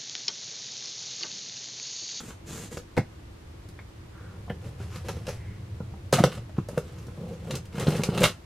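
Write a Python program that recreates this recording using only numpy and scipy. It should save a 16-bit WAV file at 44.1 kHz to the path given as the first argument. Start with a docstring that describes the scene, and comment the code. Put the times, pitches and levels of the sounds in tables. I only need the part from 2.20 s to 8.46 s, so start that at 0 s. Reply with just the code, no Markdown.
"""A hand hisses over a cardboard box on a carpet, over the faint rumble of a small room, close to a camera.
The hand lets the box drop back with a thud. A knife is picked up, its point taps the lid, it punctures the
packing tape and is drawn along the seam in crackling strokes until it snaps out at the far edge.
Touches ring the hollow box as fading sine tones with bursts of noise; sliding, scraping, cutting and cloth
weave are filtered showers of tiny random slips; air, swishes and lid rubbing are filtered noise."""
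import sys
import numpy as np
from scipy import signal
from scipy.fft import rfft, irfft, next_fast_len
from scipy.io import wavfile
from scipy.ndimage import uniform_filter1d, map_coordinates

SR = 44100
rng = np.random.default_rng(int(sys.argv[2]) if len(sys.argv) > 2 else 0)


def int16_out(signal):
    """Quantize to a 16-bit WAV file."""
    q = np.round(np.clip(np.atleast_2d(signal).T, -1, 1) * 32767)
    wavfile.write(sys.argv[1], SR, q.astype(np.int16))


N = 275933  # length of the scene [samples]


def amp(db):
    """Turn decibels into a plain gain."""
    return 10 ** (np.asarray(db) / 20)


def unit(x):
    """Scale a sound to an average (rms) level of 1."""
    return x / np.sqrt(np.mean(x ** 2) + 1e-20)


def along(points, hz):
    """Read values between (frequency [Hz], value) points, on a log frequency axis."""
    point_hz, value = np.transpose(points)
    return np.interp(np.log(hz + 1), np.log(point_hz + 1), value)


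def wobble(rate):
    """A smooth random curve through `rate` random points a second."""
    points = rng.standard_normal(int(N * rate / SR) + 4)
    return map_coordinates(points, [np.arange(N) * rate / SR])


def coloured(x, spectrum):
    """Filter a sound to a (frequency [Hz], level [dB]) shape, with no sound ahead of its cause."""
    n = x.shape[-1]
    m = 2 * next_fast_len(n // 2 + 4096)
    log_gain = np.log(amp(along(spectrum, np.fft.rfftfreq(m, 1 / SR))))
    # folding the cepstrum onto positive times gives the minimum-phase filter
    cepstrum = irfft(log_gain)
    cepstrum[1:m // 2] *= 2
    cepstrum[m // 2 + 1:] = 0
    response = np.exp(rfft(cepstrum))
    return irfft(rfft(x, m) * response, m)[..., :n]


def noise(spectrum):
    """Steady noise of the given colour, at rms 1."""
    return unit(coloured(rng.standard_normal(N), spectrum))


def slips(rate, spread_db):
    """Surfaces stick and let go: about `rate` tiny clicks a second, at random times and of uneven size."""
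    size = amp(spread_db * np.clip(rng.standard_normal(N), -2, 2))
    happens = rng.random(N) < rate / SR
    return unit(happens * size * rng.choice([-1, 1], N))


def ring(modes, t, scatter_db, pitch=1):
    """Fading sine tones, all pushed the same way, a little different in level and pitch at each touch."""
    hz, db, t60 = np.transpose(modes)[:, :, None]
    strength, detune = rng.standard_normal((2, len(modes), 1))
    fading = amp(db + scatter_db * strength - 60 * t / t60)
    tone = np.sin(2 * np.pi * pitch * hz * (1 + 0.0082 * detune) * t)
    return np.sum(fading * tone, 0)


def crest(x, size=220):
    """Scale a blow so that its loudest 5 milliseconds have rms 1."""
    return x / np.sqrt(uniform_filter1d(x ** 2, size, mode="constant").max())


def crack(spectrum, t, t60, contact):
    """A burst of snapping fibres that builds up over the contact time [s], then dies away."""
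    swell = (1 - np.exp(-t / contact)) ** 2 * amp(-60 * t / (t60 + 6 * contact))
    snaps = rng.standard_normal(len(t)) ** 3  # cubing gives a few large among many small
    return crest(coloured(snaps * swell, spectrum))


def gesture(rows, attack, release_db_per_s):
    """Gain for each level column: every stroke sets in, swells or fades while it lasts, then dies away."""
    t, total = np.arange(N) / SR, 0
    for start, length, swell_db, *level_db in rows:
        onset = np.sin(np.pi / 2 * np.clip((t - start) / attack, 0, 1)) ** 2
        held_db = swell_db * (np.clip((t - start) / length, 0, 1) - .5)
        let_go_db = release_db_per_s * np.maximum(t - start - length, 0)
        stroke = amp(level_db)[:, None] * onset * amp(held_db - let_go_db)
        total = np.maximum(total, stroke)  # where strokes overlap, the stronger one counts
    return total


def add(out, s, sound):
    """Mix a sound in at time s [s]."""
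    out[round(s * SR):][:len(sound)] += sound


# how the low rumble of the room rises and falls: (time [s], relative level [dB])
RUMBLE_LEVEL = [(0, -52.5), (1.7, -49), (2.4, -41.5), (3.3, -40), (3.9, -41), (4.8, -46.5), (5.8, -43.5),
                (6.05, -42.5), (6.26, -53.5)]
# colour of that rumble, and of steady, dull room noise: (frequency [Hz], level [dB])
RUMBLE_COLOUR = [(20, -16), (45, -27), (60, -15), (78, 0), (112, 2.5), (140, -10.5), (200, -12.5),
                 (300, -65)]
ROOM_NOISE_COLOUR = [(15, -5), (45, 1), (65, 9.5), (110, -2), (250, -10.5), (300, -6), (340, -1.5),
                     (380, -20.5), (500, -29), (1000, -79)]
# colour of the microphone hiss, and of the low noise at each port: (frequency [Hz], level [dB])
HISS_COLOUR = [(60, -38), (150, -28), (330, -9), (500, -16.5), (1000, -11), (2000, -14), (4400, -20),
               (7300, -25), (12500, -31.5), (13800, -32), (15500, -84)]
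PORT_NOISE_COLOUR = [(100, -22), (220, -1.5), (380, 0), (600, -5), (1200, -14), (3000, -61)]


def background():
    """Low room rumble over steady, dull room noise; each microphone adds its own hiss and low noise."""
    t = np.arange(N) / SR
    rumble = amp(np.interp(t, *np.transpose(RUMBLE_LEVEL)) + 1.0) * noise(RUMBLE_COLOUR)
    still = amp(-49.0) * noise(ROOM_NOISE_COLOUR)
    hiss = amp(-57) * np.array([noise(HISS_COLOUR), noise(HISS_COLOUR)])
    ports = amp(-56.0) * np.array([noise(PORT_NOISE_COLOUR), noise(PORT_NOISE_COLOUR)])
    return rumble + still + hiss + ports


# how long the reflections take to die away by 60 dB: (frequency [Hz], time [s])
ECHO_TIME = [(120, 0.31), (500, 0.16), (2000, 0.13), (6000, 0.16), (14000, 0.11)]
# how strong the reflections are: (frequency [Hz], level [dB])
ECHO_LEVEL = [(150, -18.5), (500, -10), (1500, -6.5), (6000, -2)]


def room_tail():
    """The walls' answer to a click: a burst of noise in which each frequency dies at its own speed."""
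    hz, t, z = signal.stft(rng.standard_normal(SR // 3), SR, nperseg=256)
    t60 = along(ECHO_TIME, hz)[:, None]
    fading = amp(along(ECHO_LEVEL, hz)[:, None] - 60 * t / t60)
    even_energy = np.sqrt(2 * np.log(1000) / (t60 * SR))  # a longer tail is not a louder one
    tail = signal.istft(z * fading * even_energy, SR, nperseg=256)[1]
    return np.pad(tail, (round(.003 * SR), 0))  # the first reflection comes 3 ms late


def room(x, count=32):
    """Room reflections: evenly spaced random tails fade slowly into one another."""
    knots = np.linspace(0, N, count)
    out = np.zeros(N)
    for share in np.eye(count):
        fade = np.sqrt(np.interp(np.arange(N), knots, share))
        out += signal.oaconvolve(x * fade, room_tail())[:N]
    return out


# the sleeve swishes as the arm swings across:
# (start [s], length [s], swell [dB], level [dB], centre frequency [Hz])
ARM_SWINGS = [(1.91, 0.25, -8, -57.5, 1480), (3.147, 0.2, -2, -60, 2100)]
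SLEEVE_RELEASE_DB_PER_S = 192


def swishes():
    """Cloth slides over cloth in a soft band of noise, higher for a quicker swing."""
    out = np.zeros(N)
    for *stroke, hz in ARM_SWINGS:
        swing, = gesture([stroke], attack=0.06, release_db_per_s=SLEEVE_RELEASE_DB_PER_S)
        out += swing * noise([(hz / 8, -50), (hz * 0.68, -9), (hz, 0), (hz * 1.56, -24), (hz * 4, -50)])
    return out


# the hand slides over the card: (start [s], length [s], swell [dB], relative level [dB])
HAND_SLIDES = [(-.05, 0.15, 5, -51.5), (.245, 0.096, 8, -47.5), (.29, 0.16, -0.5, -45.5),
               (.495, 0.068, -6, -47)]
# the sleeve brushes the lid as the arm reaches over:
# (start [s], length [s], swell [dB], relative rub level [dB], relative swish level [dB])
SLEEVE_BRUSHES = [(2.0, 2.1, -4.5, -57, -73), (2.41, 0.057, 8.5, -51, -63), (2.58, 0.23, -3, -53, -59.5),
                  (2.84, 0.18, -4.5, -46, -57), (3.05, 0.079, -1, -56, -54)]
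# colours of skin on card, of cloth, and of anything dragged over the box: (frequency [Hz], level [dB])
SKIN_COLOUR = [(60, -17), (120, 2.5), (220, 0), (280, -7.5), (460, -7), (560, -15), (1000, -18),
               (1300, -18), (2200, -20), (5900, -23.5), (6550, -18), (7500, -19), (8500, -24.5),
               (14000, -34), (15500, -56)]
CLOTH_COLOUR = [(410, -23.5), (700, 4), (916, -1.5), (1850, -2.5), (2590, -4), (3430, -7), (11900, -17.5),
                (15000, -49)]
DRAG_COLOUR = [(40, -27.5), (100, -6), (165, 7), (215, -2), (290, -15), (405, -5), (440, -7), (490, -2.5),
               (600, -14), (750, -19), (1100, -25), (2500, -57.5)]


def handling():
    """Skin hisses over the card in tiny slips; later the sleeve's weave slips and its rub adds low noise."""
    slide, = gesture(HAND_SLIDES, attack=0.039, release_db_per_s=360)
    rub, swish = gesture(SLEEVE_BRUSHES, attack=0.0082, release_db_per_s=SLEEVE_RELEASE_DB_PER_S)
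    flutter = amp(1.2 * wobble(130))
    skin = unit(coloured(slips(rate=1700, spread_db=1.0), SKIN_COLOUR))
    hand = amp(4.5) * flutter * slide * skin
    weave = unit(coloured(slips(rate=1100, spread_db=2.5), CLOTH_COLOUR))
    cloth = amp(2.5) * swish * weave
    rubbing = amp(3.0) * rub * noise(DRAG_COLOUR)
    folds = amp(1.8 * wobble(26))
    return hand + folds * (cloth + rubbing)


# short scrapes over the card: (start [s], length [s], swell [dB],
# judder of the panel [dB], chatter of the card [dB], scratch of its surface [dB])
SHORT_SCRAPES = [(0, 0.011, -12, -55, -47, -51), (0.1, 0.012, -1, -56, -48.5, -66),
                 (0.572, 0.013, -24, -35, -45, -43.5), (2.595, 0.035, 3, -66, -55, -63),
                 (2.70, 0.074, 8, -70, -54, -58.5), (2.882, 0.014, -7, -48, -38.5, -43.5),
                 (3.079, 0.014, 0.5, -32.5, -46, -44), (4.365, 0.028, 3.5, -50.5, -52.5, -65),
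                 (4.78, 0.0097, -12, -51, -54, -54), (5.115, 0.028, 0, -46, -56.5, -63),
                 (6.015, 0.054, -3.5, -24.5, -39, -49)]
# colours of these three parts: (frequency [Hz], level [dB])
JUDDER_COLOUR = [(150, -12), (320, -28), (430, -7.5), (500, 4), (570, -11), (750, -22), (1500, -52)]
CHATTER_COLOUR = [(500, -33), (780, -5.5), (1100, -1.5), (1500, -2.5), (2000, -14), (2600, -7.5),
                  (4000, -16), (8000, -40.5)]
SCRATCH_COLOUR = [(1500, -34), (3000, 3), (5500, 1), (6900, 0.5), (8000, -12.5), (12500, -10), (15500, -35)]


def scrapes():
    """A short scrape catches and lets go: the panel judders, the card chatters, its surface scratches."""
    judder, chatter, scratch = gesture(SHORT_SCRAPES, attack=0.0042, release_db_per_s=602)
    catches = slips(rate=520, spread_db=0.5)
    grit = slips(rate=2300, spread_db=18.0)
    panel = judder * unit(coloured(catches, JUDDER_COLOUR))
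    card = chatter * unit(coloured(catches, CHATTER_COLOUR))
    surface = scratch * unit(coloured(catches + grit, SCRATCH_COLOUR))
    return panel + card + surface


# the bottom edge meets the floor: (start [s], length [s], swell [dB], level [dB])
EDGE_LANDING = [(0.768, 0.0093, 13, -25.5)]
# colour of the crunching edge: (frequency [Hz], level [dB])
CRUNCH_COLOUR = [(100, -2), (250, 2.5), (420, -7), (555, 6), (700, -10), (872, 1), (1150, -32), (1560, -10),
                 (1800, -15), (2150, -9.5), (2700, -24), (3100, -36), (3500, -28), (6000, -34),
                 (12000, -66)]


def landing():
    """The box's bottom edge crunches down in many small slips, harder as its weight arrives."""
    weight, = gesture(EDGE_LANDING, attack=0.0029, release_db_per_s=758)
    return weight * unit(coloured(slips(rate=1400, spread_db=1.5), CRUNCH_COLOUR))


def jolt(start=0.776):
    """The box drops back, thuds on the floor and shakes the camera, with opposite sign at its two ports."""
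    t = np.maximum(np.arange(N) / SR - start, 0)
    press = 1 - np.exp(-t / 0.0012)
    floor_modes = [(55, -6, 0.1), (96, 4, 0.13)]  # (frequency [Hz], level [dB], time to fade by 60 dB [s])
    thud = amp(-21) * crest(ring(floor_modes, t, scatter_db=2) * press)
    shaking = noise([(40, -30), (110, -3), (220, -2), (500, -9), (1000, -17), (3000, -34)])
    shake = amp(-22.5) * shaking * press * amp(-60 * t / 0.079)
    return np.array([thud + shake, thud - shake])


# colours of the knife's handle, and of its point on the lid: (frequency [Hz], level [dB])
HANDLE_COLOUR = [(400, -10), (1000, -10), (1750, -8), (2020, -1), (2480, -1), (2650, -22), (4800, -27),
                 (7000, -50)]
POINT_COLOUR = [(300, -8), (700, 9), (1100, -12), (1620, -2), (1880, -4), (2500, -19), (3100, -8),
                (3700, -28), (7000, -39)]


def knife():
    """The handle clacks softly as it is picked up; later the point is set down on the lid."""
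    out, t = np.zeros(N), np.arange(SR // 4) / SR
    add(out, 1.589, amp(-43) * crack(HANDLE_COLOUR, t, t60=0.025, contact=0.001))
    add(out, 2.297, amp(-34) * crack(POINT_COLOUR, t, t60=0.017, contact=0.002))
    return out


# tones of the stiff card: (frequency [Hz], level [dB])
CARD_TONES = [(720, -1.5), (890, -8), (1120, -3.5), (1290, 1), (1430, 4), (1760, -3), (2200, 1.5),
              (2750, 7.5), (3050, 4), (3600, 2), (4040, 7), (4800, 1)]


def card_ring(t, scatter_db):
    """Card is lossy: each of its tones fades by 60 dB within the same 34 cycles."""
    return ring([(hz, db, 34 / hz) for hz, db in CARD_TONES], t, scatter_db)


# tones of the lid: (frequency [Hz], level [dB], time to fade by 60 dB [s])
LID_TONES = [(94, -10.5, 0.11), (132.3, 0.5, 0.083), (154.8, 3, 0.069), (193, -3.5, 0.087),
             (218, -34, 0.021)]
# tones of the panels: (multiple of the knock pitch [ratio], level [dB], time to fade by 60 dB [s])
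PANEL_TONES = [(.82, -3.5, 0.13), (1, 12, 0.048), (1.14, -2.5, 0.061), (1.4, -12.5, 0.019),
               (1.76, -15, 0.035)]
# colours of clacking card and ticking tape: (frequency [Hz], level [dB])
CLACK_COLOUR = [(300, -44.5), (800, 2), (2200, -14.5), (4000, -9.5), (6000, -16.5), (12000, -52)]
TICK_COLOUR = [(1000, -22.5), (3500, -0.5), (5500, 4.5), (8000, 1.5), (12500, -4), (14500, -17),
               (16000, -16)]


def blow(mix_db, knock_hz, clack_hz, contact, treble_db=-14):
    """One touch pushes the lid, knocks the panels, clacks the stiff card and ticks the tape."""
    t = np.arange(SR // 4) / SR
    press = 1 - np.exp(-t / contact)
    thump = crest(ring(LID_TONES, t, scatter_db=3.0) * press)
    panels = ring(PANEL_TONES, t, scatter_db=3.0, pitch=knock_hz) * press
    knock = crest(np.gradient(panels))  # the slope favours the higher tones
    fibres = crack(CLACK_COLOUR, t, t60=0.011, contact=contact)
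    card = fibres + amp(-7.0) * crest(card_ring(t, scatter_db=5) * press ** 2)
    clack = crest(coloured(card, [(clack_hz / 3, -13), (clack_hz, 0), (clack_hz * 3, treble_db)]))
    tick = crack(TICK_COLOUR, t, t60=0.0046, contact=contact)
    return amp(mix_db) @ np.array([thump, knock, clack, tick])


# soft pushes, under which the lid gives way:
# (time [s], relative level [dB], brightness [dB], panel pitch [Hz], clack pitch [Hz])
SOFT_PUSHES = [(0.785, -15.5, -7, 311, 1230), (2.279, -37.5, 13, 600, 1000), (2.301, -23.5, -5, 474, 1650),
               (2.601, -33, 7, 387, 1240), (3.603, -26, 2.5, 500, 1270), (3.738, -37.5, 9, 773, 1240),
               (4.002, -11.5, 2, 342, 950), (4.044, -15, 1, 390, 900), (4.066, -24, -2, 486, 1000),
               (4.176, -30, 3, 574, 1000), (4.382, -15.5, 2.5, 344, 1080), (4.53, -33, 4, 513, 900),
               (4.882, -35, 9, 470, 1170), (5.336, -25, -14, 445, 1000), (5.545, -29.5, 0, 456, 1010),
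               (5.58, -25.5, 12, 514, 1730), (5.667, -13.5, -2, 437, 1500), (5.68, -11.5, -4, 405, 1500),
               (5.7, -25, -6, 510, 1240), (5.794, -19, 6, 435, 1100), (5.887, -15, 1, 434, 1110)]
# firm knocks of hand and knife:
# (time [s], relative level [dB], brightness [dB], panel pitch [Hz], contact time [s])
FIRM_KNOCKS = [(.516, -39.5, -5, 468, 0.0028), (.57, -31.5, -0.5, 472, 0.0016),
               (.767, -44, 13, 645, 0.00051), (.777, -26.5, -0.5, 520, 0.0014),
               (2.888, -32, 4, 466, 0.0037), (2.968, -39, -5, 464, 0.0012), (3.079, -26, -7.5, 506, 0.008),
               (3.928, -12, -6, 513, 0.00085), (3.984, -20, -0.5, 702, 0.0043),
               (4.038, -10.5, -0.5, 528, 0.00085), (4.294, -45, -1, 617, 0.00071),
               (4.487, -30.5, -8, 498, 0.002), (4.575, -18.5, -5, 499, 0.0032)]
# shares of a push and of a knock: (lid thump [dB], panel knock [dB], card clack [dB], tape tick [dB])
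PUSH_SHARES = (0, -10.5, -23, -51)
KNOCK_SHARES = (-2.5, -0.5, -7, -18.5)
# the taut tape snaps and jerks the card and the lid: (time [s], tape [dB], card [dB], lid [dB])
TAPE_SNAPS = [(1.486, -53.5, -59, -40.5), (2.757, -49.5, -43, -37), (3.067, -46, -40, -55),
              (3.925, -26.5, -32, -39), (3.935, -26, -22.5, -23), (4.15, -51.5, -60, -57),
              (4.485, -47, -61, -45), (4.867, -55.5, -81, -44), (5.307, -40, -33, -36),
              (5.352, -35.5, -40, -54), (5.453, -55, -55, -54), (5.596, -37.5, -41, -30),
              (5.669, -54, -32, -18), (5.704, -41, -40, -40), (5.763, -42, -45, -48),
              (5.834, -30, -27, -35), (5.855, -44, -48, -43), (5.975, -38, -30.5, -39),
              (6.005, -35, -49, -48), (6.038, -26, -15, -39)]


def blows():
    """Pushes, knocks and snaps ring the same box in different shares; brightness lifts clack and tick."""
    out, treble = np.zeros(N + SR), np.array([0, 0, 1, 1])
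    for s, db, bright_db, hz, clack_hz in SOFT_PUSHES:
        mix_db = db + np.array(PUSH_SHARES) + bright_db * treble
        contact = 0.0021 * amp(-bright_db / 2)  # a duller push has a softer, longer contact
        # a soft touch leaves the upper card tones still
        add(out, s, blow(mix_db, hz, clack_hz, contact, treble_db=-33))
    for s, db, bright_db, hz, contact in FIRM_KNOCKS:
        mix_db = db + np.array(KNOCK_SHARES) + bright_db * treble
        add(out, s, blow(mix_db, hz, clack_hz=1670, contact=contact))
    for s, tape_db, card_db, lid_db in TAPE_SNAPS:
        mix_db = [lid_db, card_db - 1, card_db, tape_db]  # the panels knock just below the card
        add(out, s, blow(mix_db, knock_hz=496, clack_hz=2520, contact=0.0019))
    return coloured(out[:N], [(30, -39), (70, -10.0), (125, -1.0)])  # the blows carry little deep bass below 70 Hz


# strokes of the blade: (start [s], length [s], swell over the stroke [dB], drag on the box [dB],
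# relative rasp of the tape [dB], relative tearing of the card [dB])
BLADE_STROKES = [(3.93, 0.11, -15, -29, -38.5, -36), (4.045, 0.026, -1, -29.5, -42, -36),
                 (4.115, 0.06, -3, -41, -48, -46), (4.5, 0.77, -8, -50, -60, -67),
                 (4.97, 0.15, 2.5, -37.5, -59.5, -63), (5.17, 0.16, 17, -41, -56.5, -64),
                 (5.295, 0.071, 0.5, -33, -47.5, -48), (5.515, 0.066, 13, -42, -51, -51.5),
                 (5.582, 0.052, 4.5, -30.5, -38.5, -43), (5.667, 0.14, -5.5, -27, -40.5, -41.5),
                 (5.836, 0.061, 2, -37.5, -46, -45), (5.915, 0.11, 11.5, -25.5, -43, -38),
                 (6.0, 0.037, 15, -26.5, -29, -38), (6.038, 0.026, -14, -33, -28, -21)]
# colour of the splitting tape: (frequency [Hz], level [dB])
RASP_COLOUR = [(300, -21), (900, 12), (1350, 18), (1680, 12), (2250, 10), (2750, 8.5), (3200, 8), (4000, 3),
               (4500, 0.5), (8000, -2.5), (12500, -10), (14500, -37), (16000, -65)]


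def cutting():
    """The blade catches and slips: coarse slips shake the box, the film crackles, fibres tear in clumps."""
    drag, rasp, tear = gesture(BLADE_STROKES, attack=0.0026, release_db_per_s=353)
    coarse = slips(rate=900, spread_db=1.5)
    clumps = amp(3 * wobble(140))
    fibres = unit(slips(rate=1600, spread_db=4) * clumps)
    splitting = unit(coloured(fibres + 1.17 * coarse, RASP_COLOUR))
    crackles = slips(rate=260, spread_db=3)
    film = amp(-6) * unit(coloured(crackles, TICK_COLOUR))
    card = card_ring(np.arange(SR // 8) / SR, scatter_db=0)
    tearing = unit(signal.fftconvolve(fibres + crackles, card)[:N])  # each of these slips rings the card
    catch = unit(amp(2.2 * wobble(190)))
    shaken_box = drag * unit(coloured(coarse, DRAG_COLOUR))
    return shaken_box + amp(-4.0) * catch * (rasp * (splitting + film) + tear * tearing)


# how far the two ports differ: (frequency [Hz], level [dB])
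STEREO_WIDTH = [(100, -64), (500, -47), (1200, -36), (2500, -17), (4200, -8.5), (6000, -4.5), (9000, -1.5),
                (14000, 4.5)]


def scene():
    """Two close microphone ports hear nearly the same bass but different treble reflections."""
    box = swishes() + handling() + scrapes() + landing() + knife() + blows() + cutting()
    mid = box + room(box)
    side = coloured(amp(4.0) * room(box), STEREO_WIDTH)
    # the direct treble reaches one port a moment earlier
    slant = 0.035 * np.gradient(coloured(box, STEREO_WIDTH))
    return background() + jolt() + np.array([mid + side + slant, mid - side - slant])


TOP_HZ = 15800


def record(dry):
    """The camera keeps nothing above its band limit."""
    m = next_fast_len(N + SR // 2)
    kept = np.fft.rfftfreq(m, 1 / SR) < TOP_HZ
    return irfft(rfft(dry, m) * kept, m)[..., :N]


dry = scene()
out = record(dry)
int16_out(out)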